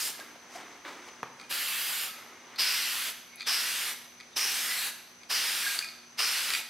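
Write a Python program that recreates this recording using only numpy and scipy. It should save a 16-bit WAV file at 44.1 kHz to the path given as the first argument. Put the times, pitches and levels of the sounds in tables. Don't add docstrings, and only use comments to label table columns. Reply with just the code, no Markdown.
import sys
import numpy as np
from scipy import signal
from scipy.fft import rfft, irfft, next_fast_len
from scipy.io import wavfile
from scipy.ndimage import uniform_filter1d, map_coordinates

SR = 44100
rng = np.random.default_rng(int(sys.argv[2]) if len(sys.argv) > 2 else 0)


def nominal_scale(level):
    x = np.asarray(level, float) / 20
    return 10 ** x


def materialize(psi):
    bounded = np.clip(np.atleast_2d(psi).T, -1, 1)
    quanta = np.round(bounded * 32767).astype(np.int16)
    wavfile.write(sys.argv[1], SR, quanta)


N = 295029

# [f/Hz, density/dB per Hz]
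AIR = [(15, -49), (30, -50), (60, -15), (150, -7.5), (430, -8), (860, -6), (1300, -7), (2200, -7.5),
       (3200, -12.5), (5200, -11.5), (7000, -20.5), (11000, -23), (13500, -32), (16000, -35)]
# [f/Hz, rms level/dB]
HUM = [(60, -89), (120, -86), (180, -77.5), (241, -68), (361, -72.5)]
# [f/Hz, width/Hz, level/dB, throbs/Hz]
INSECT = (6088, 342, -60.5, 48)
# [f/Hz, t60/s]
ROOM = [(300, 1), (1500, 0.71), (4000, 0.71), (9000, 0.51), (12500, 0.69), (14000, 0.31), (16000, 0.49)]
# [f/Hz, level/dB]
NEAR_SIDE = [(60, -26), (110, -43), (200, -63), (380, -67.5), (700, -43), (1290, -32), (2380, -19.5),
             (4400, -12.5), (8120, -1), (15000, -1.5)]
# [f/Hz, level/dB]
FAR_SIDE = [(60, -16), (110, -17), (200, -17), (380, -9.5), (700, -5.5), (1290, -5), (2380, -2.5),
            (4400, -3.5), (8120, -11), (15000, 6)]
# [f/Hz, level/dB]
PORT_LEAN = [(4000, -0.5), (8000, 1), (12000, -2.1), (15000, -1)]
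# [low f/Hz, high f/Hz]
EDGES_HZ = (70, 15850)
# [loudest t/s, swell/s, fade/s, level/dB, treble above it/dB]
RUBS = [(.2, .08, 0.32, -49.5, -19), (.358, .012, .02, -53, -30), (.56, .07, 0.063, -48, -2.5),
        (.6, .2, 0.33, -47.5, -14), (.853, .008, 0.052, -41, -28), (.88, 0.049, 0.34, -44.5, -12),
        (1.09, 0.061, 0.012, -49, -6), (1.2, 0.019, 0.042, -53.5, -23), (1.236, .003, .006, -40, -20),
        (1.245, .01, 0.16, -53, -24), (1.41, .09, .2, -54, -11), (2.15, .02, 0.45, -50.5, -11.5),
        (2.32, 0.098, 0.33, -55.5, -20), (2.55, 0.21, 0.047, -50, -22)]
# [f/Hz, density/dB per Hz]
SCUFF = [(150, -20), (300, -4), (650, -7.5), (1150, -3.5), (1800, -6.5), (2130, -3), (2500, -10),
         (3800, -13), (6000, -27.5), (12000, -36)]
# [start t/s, length/s, first f/Hz, last f/Hz, level/dB]
SQUEAKS = [
    (0.392, .08, 11000, 12600, -74),
    (.57, .14, 14000, 12900, -76),
    (.7, .12, 13000, 12500, -75),
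    (.8, .07, 12500, 14000, -78),
    (2.47, .07, 12500, 13100, -77),
]
KNOCK_S = [1.2262, 1.2303, .851, 1.088, 2.088, 2.5595, 3.3587, 3.366, 3.385, 4.205]
# [f/Hz, peak level/dB, t60/s]
KNOCKS = [
    [(300, -38, .012), (900, -40, .008)],
    [(150, -39.5, .03), (260, -35.5, 0.023), (443, -29, 0.025), (1040, -13, 0.007), (1200, -24.5, 0.013),
     (1650, -23, 0.013), (2450, -28, .009), (4300, -48, 0.012), (5700, -34, .006), (12000, -42, 0.0044)],
    [(1710, -29, 0.013), (3520, -42, 0.011)],
    [(3030, -39, .012), (7000, -52, .01)],
    [(4600, -38, .012)],
    [(9300, -49, 0.0065), (11660, -46, 0.0095)],
    [(11000, -32.5, 0.0045), (13000, -40, .004)],
    [(10500, -45, .004)],
    [(10500, -50, .004)],
    [(9000, -55.5, .02)],
]
# [t/s, peak level/dB, f/Hz, pitch rise factor, length/s]
GLUGS = [
    (0.193, -39, 550, 1.3, 0.0057),
    (0.198, -41, 1616, 1, 0.028),
    (0.355, -43.5, 675, 0.98, 0.0094),
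    (0.547, -37.5, 640, 1.25, 0.03),
    (0.579, -53, 950, 0.86, 0.026),
    (3.275, -71, 1500, 1.05, .02),
]
# [f/Hz, level/dB, t60/s]
CAN = [(1297, -4.5, 0.082), (1640, -3, 0.035), (1990, -0.5, 0.055), (2200, 0.5, 0.045), (2440, -1, 0.058),
       (3270, -5, 0.062), (3596, 0, 0.043), (3880, 0, 0.024), (4230, 5.5, 0.022), (4655, 12, 0.015),
       (4800, -22, 0.018), (5150, -17, .03), (5200, -11, .03), (6540, -5.5, 0.027), (8670, -5, .015),
       (11400, -22, .012)]
# [loudest t/s, swell/s, fade/s, level/dB, mode rung most f/Hz]
ROLLS = [(1.42, 0.031, 0.044, -51, 2640), (.14, .05, .05, -51, 1500), (2.1, 0.061, .12, -46, 1450),
         (3.33, .07, .06, -55, 2200), (3.43, 0.1, .02, -47, 2440), (3.41, 0.04, .05, -44.5, 4000),
         (3.46, .04, .01, -44, 3550), (3.4, 0.018, 0.055, -65, 1350), (2.566, 0.014, 0.047, -47, 4200),
         (5.86, 0.054, 0.19, -53, 4600), (4.8, .03, .045, -38, 4200), (4.21, .04, .04, -53, 2300),
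         (4.335, .03, .025, -57, 3600), (4.72, .07, 0.083, -36.5, 1900), (5.23, .03, .03, -58, 2420),
         (5.68, .14, .14, -42, 4800), (5.67, .09, .04, -42, 2200), (5.665, .06, .05, -34.5, 1640),
         (5.845, .04, .06, -43, 2440), (4.85, .08, 0.083, -43, 1640), (3.387, 0.00302, .02, -49, 2440),
         (5.9, .06, .14, -56, 1290), (6.55, 0.047, .03, -34.5, 2800)]
# [t/s, peak level/dB, mode hit hardest f/Hz, selectivity 0-1, crack level/dB]
TICKS = [(0.1987, -32.5, 1600, 0.3, -1), (1.398, -36.5, 2380, 0.3, -8), (1.4124, -36, 2390, 0.2, -5),
         (2.5593, -32.5, 4450, 0, -12), (2.586, -26, 4720, 0.1, -9), (3.3978, -33, 2130, 0.35, -8),
         (3.4072, -27, 2430, 0.3, -11), (3.4182, -33, 2450, 0.4, -3), (3.4278, -31, 2250, 0.3, -12),
         (4.2009, -37, 2270, 0.3, -9), (4.2084, -36.5, 2220, 0, -13), (4.713, -28, 1640, 1, -8),
         (5.233, -37, 2500, 0.2, -10), (5.656, -31, 1620, 0.5, -10), (5.6794, -32, 4480, 0.4, -8),
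         (5.7895, -15.5, 4900, 0.6, -2.5), (5.812, -27.5, 1650, 1, -12), (5.824, -30, 2440, 0.7, -2),
         (5.8447, -24, 2410, 0.3, -6), (5.8874, -31, 4540, 0.4, -16), (6.191, -18.5, 5150, 0.8, -14),
         (6.503, -20, 2470, 0.2, -3), (6.536, -19.5, 2440, 0.36, -2), (6.549, -20, 3060, 0.2, -8)]
# [valve open t/s, valve closed t/s, fizz level/dB, spit of liquid in the nozzle/dB, roar above fizz/dB]
COATS = [
    (0.0, 0.103, -36, 2.5, -4.5),
    (1.509, 2.068, -38, 0.5, 1),
    (2.595, 3.11, -38.5, 11.5, 2),
    (3.475, 3.924, -38, 9.5, 1),
    (4.369, 4.899, -37, 9, -0.5),
    (5.309, 5.778, -37.5, 9, 1),
    (6.194, 6.601, -37.5, 9.5, 1.5),
]
# [valve rise/s, fall/s, whistle f/Hz, top fizz level/dB]
STROKES = [(0.0011, 0.014, 4700, -2), (0.021, 0.058, 5730, 2), (0.02, 0.018, 5050, 0.5),
           (0.02, 0.036, 5250, -1), (.015, 0.012, 5700, -1), (.023, 0.067, 5230, -1.5),
           (0.025, 0.029, 5200, -2.5)]
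# [first delay/ms, last delay/ms, strength 0-1 reached mid-stroke]
ECHOES = [(.6, .55, .2), (.75, .55, .2), (.8, .6, .2), (.85, .5, .35), (.8, .45, .38), (.7, .44, .35),
          (.8, .5, .3)]
# [f/Hz, density/dB per Hz]
JET = [(120, -24), (300, -18), (600, -14.5), (1480, -2), (2800, 1.5), (3760, -1.5), (5200, -1.5),
       (7100, -9.5), (8800, -6.5), (10200, -9), (11900, -5.5), (13300, -10.5), (15300, -14), (16500, -28)]
JET_BANDS_HZ = [750, 1500, 3500, 6800, 9500, 12000]
# [crest f/Hz, spacing/Hz, depth/dB per dB of whistle]
CAP_RIPPLE = (8700, 3500, 0.12)

AIR_DB, ROOM_DB = -57.5, -7
ROLL_EDGE_DB, RUB_EDGE_DB = -15.5, -15.5
WHISTLE_WIDTH_HZ = 520
DRY_WHISTLE_DB, SPIT_S, SPIT_S_PER_DB = -2.5, 0.026, 0.02
TOP_PER_WHISTLE = -0.15
SURGE, SURGE_S = 0.25, 0.2
BUILD_DB, BUILD_S = -0.5, 0.0065
ROAR_SPIT, ROAR_SAG_DB_PER_S = 0.15, -4.5
PUFF_DB, POP_DB, POP_S = -14.5, 9.5, 0.031
CLOSE_S, CLOSE_FIZZ_DB, CLOSE_ROAR_DB, CLOSE_PUFF_DB = 0.026, -5.5, 0.5, 7.5


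def evened(x):
    return x / np.sqrt(np.mean(x ** 2) + 1e-20)


def read(points, hz):
    f, value = np.transpose(points)
    return np.interp(np.log(hz + 1), np.log(f + 1), value)


def coloured(x, points):
    size = next_fast_len(x.shape[-1])
    gain = nominal_scale(read(points, np.fft.rfftfreq(size, 1 / SR)))
    return irfft(rfft(x, size) * gain, size)[..., :x.shape[-1]]


def add(mix, s, sound):
    part = mix[..., max(round(s * SR), 0):][..., :sound.shape[-1]]
    part += sound[..., :part.shape[-1]]


def wobble(length, span_s):
    span = max(int(span_s * SR), 1)
    once = uniform_filter1d(rng.standard_normal(length), span)
    return evened(uniform_filter1d(once, span))


def swell(rise, fade, edge_db):
    t = np.arange(-rise, fade, 1 / SR)
    gain = nominal_scale(edge_db * np.where(t < 0, -t / rise, t / fade))
    return gain * signal.windows.tukey(len(t), 0.1)


def ring(hz, t60, length_s, phase=0, rise_s=0.00022):
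    t = np.arange(int(length_s * SR)) / SR
    return nominal_scale(-60 * t / t60) * np.sin(2 * np.pi * hz * t + phase) * np.minimum(t / rise_s, 1)


def band(x, hz, width):
    return signal.lfilter(*signal.iirpeak(hz, hz / width, SR), x)


def near_highpass(x):
    return signal.sosfilt(signal.butter(3, 2 * EDGES_HZ[0], "high", fs=SR, output="sos"), x)


def room_air():
    level = nominal_scale(AIR_DB + 0.48 * wobble(N, 0.063))
    return level * evened(coloured(rng.standard_normal((2, N)), AIR))


def mains_hum():
    t, hum = np.arange(N) / SR, np.zeros(N)
    for hz, db in HUM:
        level = np.sqrt(2) * nominal_scale(db + 1.2 * wobble(N, 0.15))
        hum += level * np.sin(2 * np.pi * hz * t + 0.5 * wobble(N, 0.63))
    return hum * np.array([[1], [0.7]])


def insects():
    hz, width, db, throb_hz = INSECT
    t = np.arange(N) / SR
    buzz = evened(band(band(rng.standard_normal((2, N)), hz, width), hz, width))
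    throb_db = 0.5 * np.sin(2 * np.pi * throb_hz * t + 1.1 * wobble(N, 0.017))
    return buzz * nominal_scale(db + throb_db + 0.73 * wobble(N, 0.054))


def room(x):
    taps = np.zeros((6, SR))
    at = np.arange(200, SR - 20, 20) + rng.integers(0, 20, (6, (SR - 201) // 20))
    np.put_along_axis(taps, at, rng.choice([-1., 1.], at.shape), 1)
    hz, t, z = signal.stft(taps, SR, nperseg=256)
    decay = nominal_scale(-60 * t / read(ROOM, hz)[:, None])
    tail = signal.istft(z * decay, SR, nperseg=256)[1][:, :3 * SR // 4]
    turn = np.pi * (4.5 * np.arange(N) / SR + np.arange(3)[:, None] / 3)
    shares = np.tile(x * np.sqrt(2 / 3) * np.cos(turn), (2, 1))
    echoes = signal.fftconvolve(shares, tail / np.linalg.norm(tail[0]), axes=1)[:, :N]
    return echoes.reshape(2, 3, N).sum(1)


def shuffle():
    out = np.zeros(N)
    grain = rng.standard_normal((2, N)) * nominal_scale(wobble(N, 0.0046))
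    scuff = evened(coloured(grain[0], SCUFF))
    treble_curve = [(2500, -24), (5000, 1.5), (9000, -9.5), (12500, -13), (14000, -24)]  # f/Hz, level/dB
    treble = evened(coloured(grain[1], treble_curve))
    for k, (s, rise, fade, db, treble_db) in enumerate(RUBS):
        shape, at = swell(rise, fade, RUB_EDGE_DB), k * SR // 3
        rub = (scuff + nominal_scale(treble_db) * treble)[at:at + len(shape)]
        add(out, s - rise, nominal_scale(db) * shape * rub)
    return out


def squeaks():
    out = np.zeros(N)
    for s, length, first_hz, last_hz, db in SQUEAKS:
        shape = swell(length / 2, length / 2, -7)
        jitter = 1 + 0.004 * wobble(SR // 2, 0.004)[:len(shape)]
        pitch = np.linspace(first_hz, last_hz, len(shape)) * jitter
        level = nominal_scale(db + 2.5 * wobble(SR // 2, 0.01)[:len(shape)])
        add(out, s, shape * level * np.sin(2 * np.pi * np.cumsum(pitch) / SR))
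    return out


def knocks():
    out = np.zeros(N)
    for s, modes in zip(KNOCK_S, KNOCKS):
        for hz, db, t60 in modes:
            add(out, s, nominal_scale(db) * ring(hz, t60, 0.05, rise_s=min(1.2 / hz, 0.001)))
    return out


def glugs():
    out = np.zeros(N)
    for s, db, hz, rise, length in GLUGS:
        pitch = hz * np.geomspace(1, rise, int(length * SR))
        tone = np.sin(2 * np.pi * np.cumsum(pitch) / SR)
        add(out, s, nominal_scale(db) * np.hanning(len(pitch)) * tone)
    return out


def mode_shares(hz, selective):
    octaves = abs(np.log2(np.array(CAN)[:, 0] / hz))
    return -22 * np.clip(selective, 0, 1) * np.minimum(octaves * 3, 1)


def ball_rolls():
    out = np.zeros(N)
    for s, rise, fade, db, hz in ROLLS:
        shape = swell(rise, fade, ROLL_EDGE_DB)
        size = (len(CAN), 19000)
        taps = rng.standard_normal(size) * (rng.random(size) < 600 / SR)
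        shares = mode_shares(hz, 0.9)
        modes = np.array([nominal_scale(d + e) * ring(f, 1.3 * t60, 0.08) for (f, d, t60), e in zip(CAN, shares)])
        rumble = signal.fftconvolve(taps, modes, axes=1).sum(0)
        rumble = evened(rumble[3000:3000 + len(shape)])
        add(out, s - rise, nominal_scale(db) * rumble * shape)
    return out


def ball_ticks():
    out = np.zeros(N)
    crack_band = signal.butter(2, (1500, 9500), "band", fs=SR, output="sos")
    crack_shape = ring(0, 0.018, 600 / SR, np.pi / 2, 0.0012)[:600]
    for s, db, hz, selective, crack_db in TICKS:
        chance, phases = rng.standard_normal((2, len(CAN)))
        shares = mode_shares(hz, selective) + 1.5 * chance
        tick = sum(nominal_scale(d + e) * ring(f, 0.6 * t60, 0.1, 2 * p, 0.0007)
                   for (f, d, t60), e, p in zip(CAN, shares, phases))
        add(out, s, nominal_scale(db) * tick / abs(tick).max())
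        crack = signal.sosfilt(crack_band, rng.standard_normal(600))[:len(crack_shape)]
        add(out, s, nominal_scale(db + crack_db) * crack * crack_shape)
    return out


def nozzle_flow(t, opened, closed, fizz_db, spit_db, roar_db):
    age = np.maximum(t - opened, 0)
    opens = opened > 0
    spit = spit_db * np.exp(-(age / (SPIT_S + SPIT_S_PER_DB * abs(spit_db))) ** 1.33)
    closing = np.clip(1 - (closed - t) / CLOSE_S, 0, 1)
    build = BUILD_DB * np.exp(-age / BUILD_S) * opens
    fizz = fizz_db + SURGE * spit_db * np.exp(-age / SURGE_S) + build + CLOSE_FIZZ_DB * closing
    sag = ROAR_SAG_DB_PER_S * (t - (opened + closed) / 2)
    roar = roar_db + ROAR_SPIT * spit + sag + CLOSE_ROAR_DB * closing - build
    puff = PUFF_DB + POP_DB * np.exp(-age / POP_S) * opens + CLOSE_PUFF_DB * closing
    return fizz, roar, DRY_WHISTLE_DB + spit, puff


def jet_balance(hz, roar, whistle, puff, whistle_hz, top_db):
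    crest_hz, spacing_hz, depth = CAP_RIPPLE
    top = top_db + TOP_PER_WHISTLE * whistle
    lean = np.array([np.interp(hz, JET_BANDS_HZ, [p, r, r, 0, 0, e]) for p, r, e in zip(puff, roar, top)]).T
    hz = hz[:, None]
    bump = np.exp(-((hz - whistle_hz) / WHISTLE_WIDTH_HZ) ** 2 / 2)
    lean += bump * (1.49 * whistle - lean)
    ripple = np.cos(2 * np.pi * (hz - crest_hz) / spacing_hz)
    return lean + (hz > 6200) * depth * whistle * ripple


def panel_echo(jet, first_ms, last_ms, strength):
    count = jet.shape[1]
    late = np.arange(count) - np.geomspace(first_ms, last_ms, count) * SR / 1000
    echoed = np.array([map_coordinates(take, [late], order=3) for take in jet])
    echoed = coloured(echoed, [(2500, -14), (5500, 0), (10500, 0), (14000, -8)])
    return strength * np.minimum(np.linspace(0.2, 2, count), 1) * echoed


def spray_coat(row, stroke, panel):
    rise, fall, whistle_hz, top_db = stroke
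    start = row[0] - rise
    t = np.arange(start, row[1] + fall, 1 / SR)
    fizz_db, _, wet_whistle, _ = nozzle_flow(t, *row)
    steady = evened(coloured(rng.standard_normal((2, 3 * SR // 4)), JET))
    hz, frame_s, z = signal.stft(steady, SR, nperseg=512, noverlap=384)
    _, roar, whistle, puff = nozzle_flow(frame_s + start, *row)
    lean = jet_balance(hz, roar - 3, whistle - 1, puff + 12, whistle_hz, top_db)
    patches = uniform_filter1d(rng.standard_normal(lean.shape), 7, 0)
    patches = evened(uniform_filter1d(patches, 24, 1))
    jet = signal.istft(z * nominal_scale(lean + 0.9 * patches), SR, nperseg=512, noverlap=384)[1][:, :len(t)]
    sputter = np.clip(wet_whistle / 9, 0.25, 1)
    droplets = 1.2 * wobble(SR, 0.00079) + 0.47 * wobble(SR, 0.0021)
    spatter = nominal_scale(sputter * droplets[:len(t)])
    valve = np.clip((t - start) / rise, 0, 1) ** 2 * np.clip((t[-1] - t) / fall, 0, 1)
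    jet = jet * spatter * valve * nominal_scale(fizz_db + 5)
    return start, jet + panel_echo(jet, *panel)


def scene():
    far = room_air() + mains_hum() + insects()
    small = near_highpass(shuffle() + squeaks() + knocks() + glugs() + ball_rolls() + ball_ticks())
    spray = np.zeros((2, N))
    for row, stroke, panel in zip(COATS, STROKES, ECHOES):
        add(spray, *spray_coat(row, stroke, panel))
    spray = near_highpass(spray)
    quadrature = signal.hilbert(spray[0], next_fast_len(N))[:N].imag
    spray[1] = 0.55 * spray[1] + 0.37 * quadrature
    wet = nominal_scale(ROOM_DB) * room(spray[0] + 0.93 * small)
    before = nominal_scale(-42) * evened(coloured(rng.standard_normal(SR // 4), JET))
    wet[:, :SR // 4] += before * nominal_scale(-110 * np.arange(SR // 4) / SR + 1)
    near = spray + wet + small * np.array([[1], [0.3]])
    mid = near[0] + far[0]
    side = coloured(near[1], NEAR_SIDE) + coloured(far[1], FAR_SIDE)
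    return np.array([mid + side, mid - side])


def band_limit(x):
    return signal.sosfilt(signal.butter(12, 16940, fs=SR, output="sos"), x)


def record(dry):
    leaned = np.array([coloured(port, [(hz, way * db / 2) for hz, db in PORT_LEAN])
                       for port, way in zip(dry, (1, -1))])
    lowpass = signal.firwin(401, EDGES_HZ[1], window=("kaiser", 9), fs=SR)
    limited = signal.oaconvolve(leaned, lowpass[None], "same")
    return band_limit(limited)


dry = scene()
out = record(dry)
materialize(out)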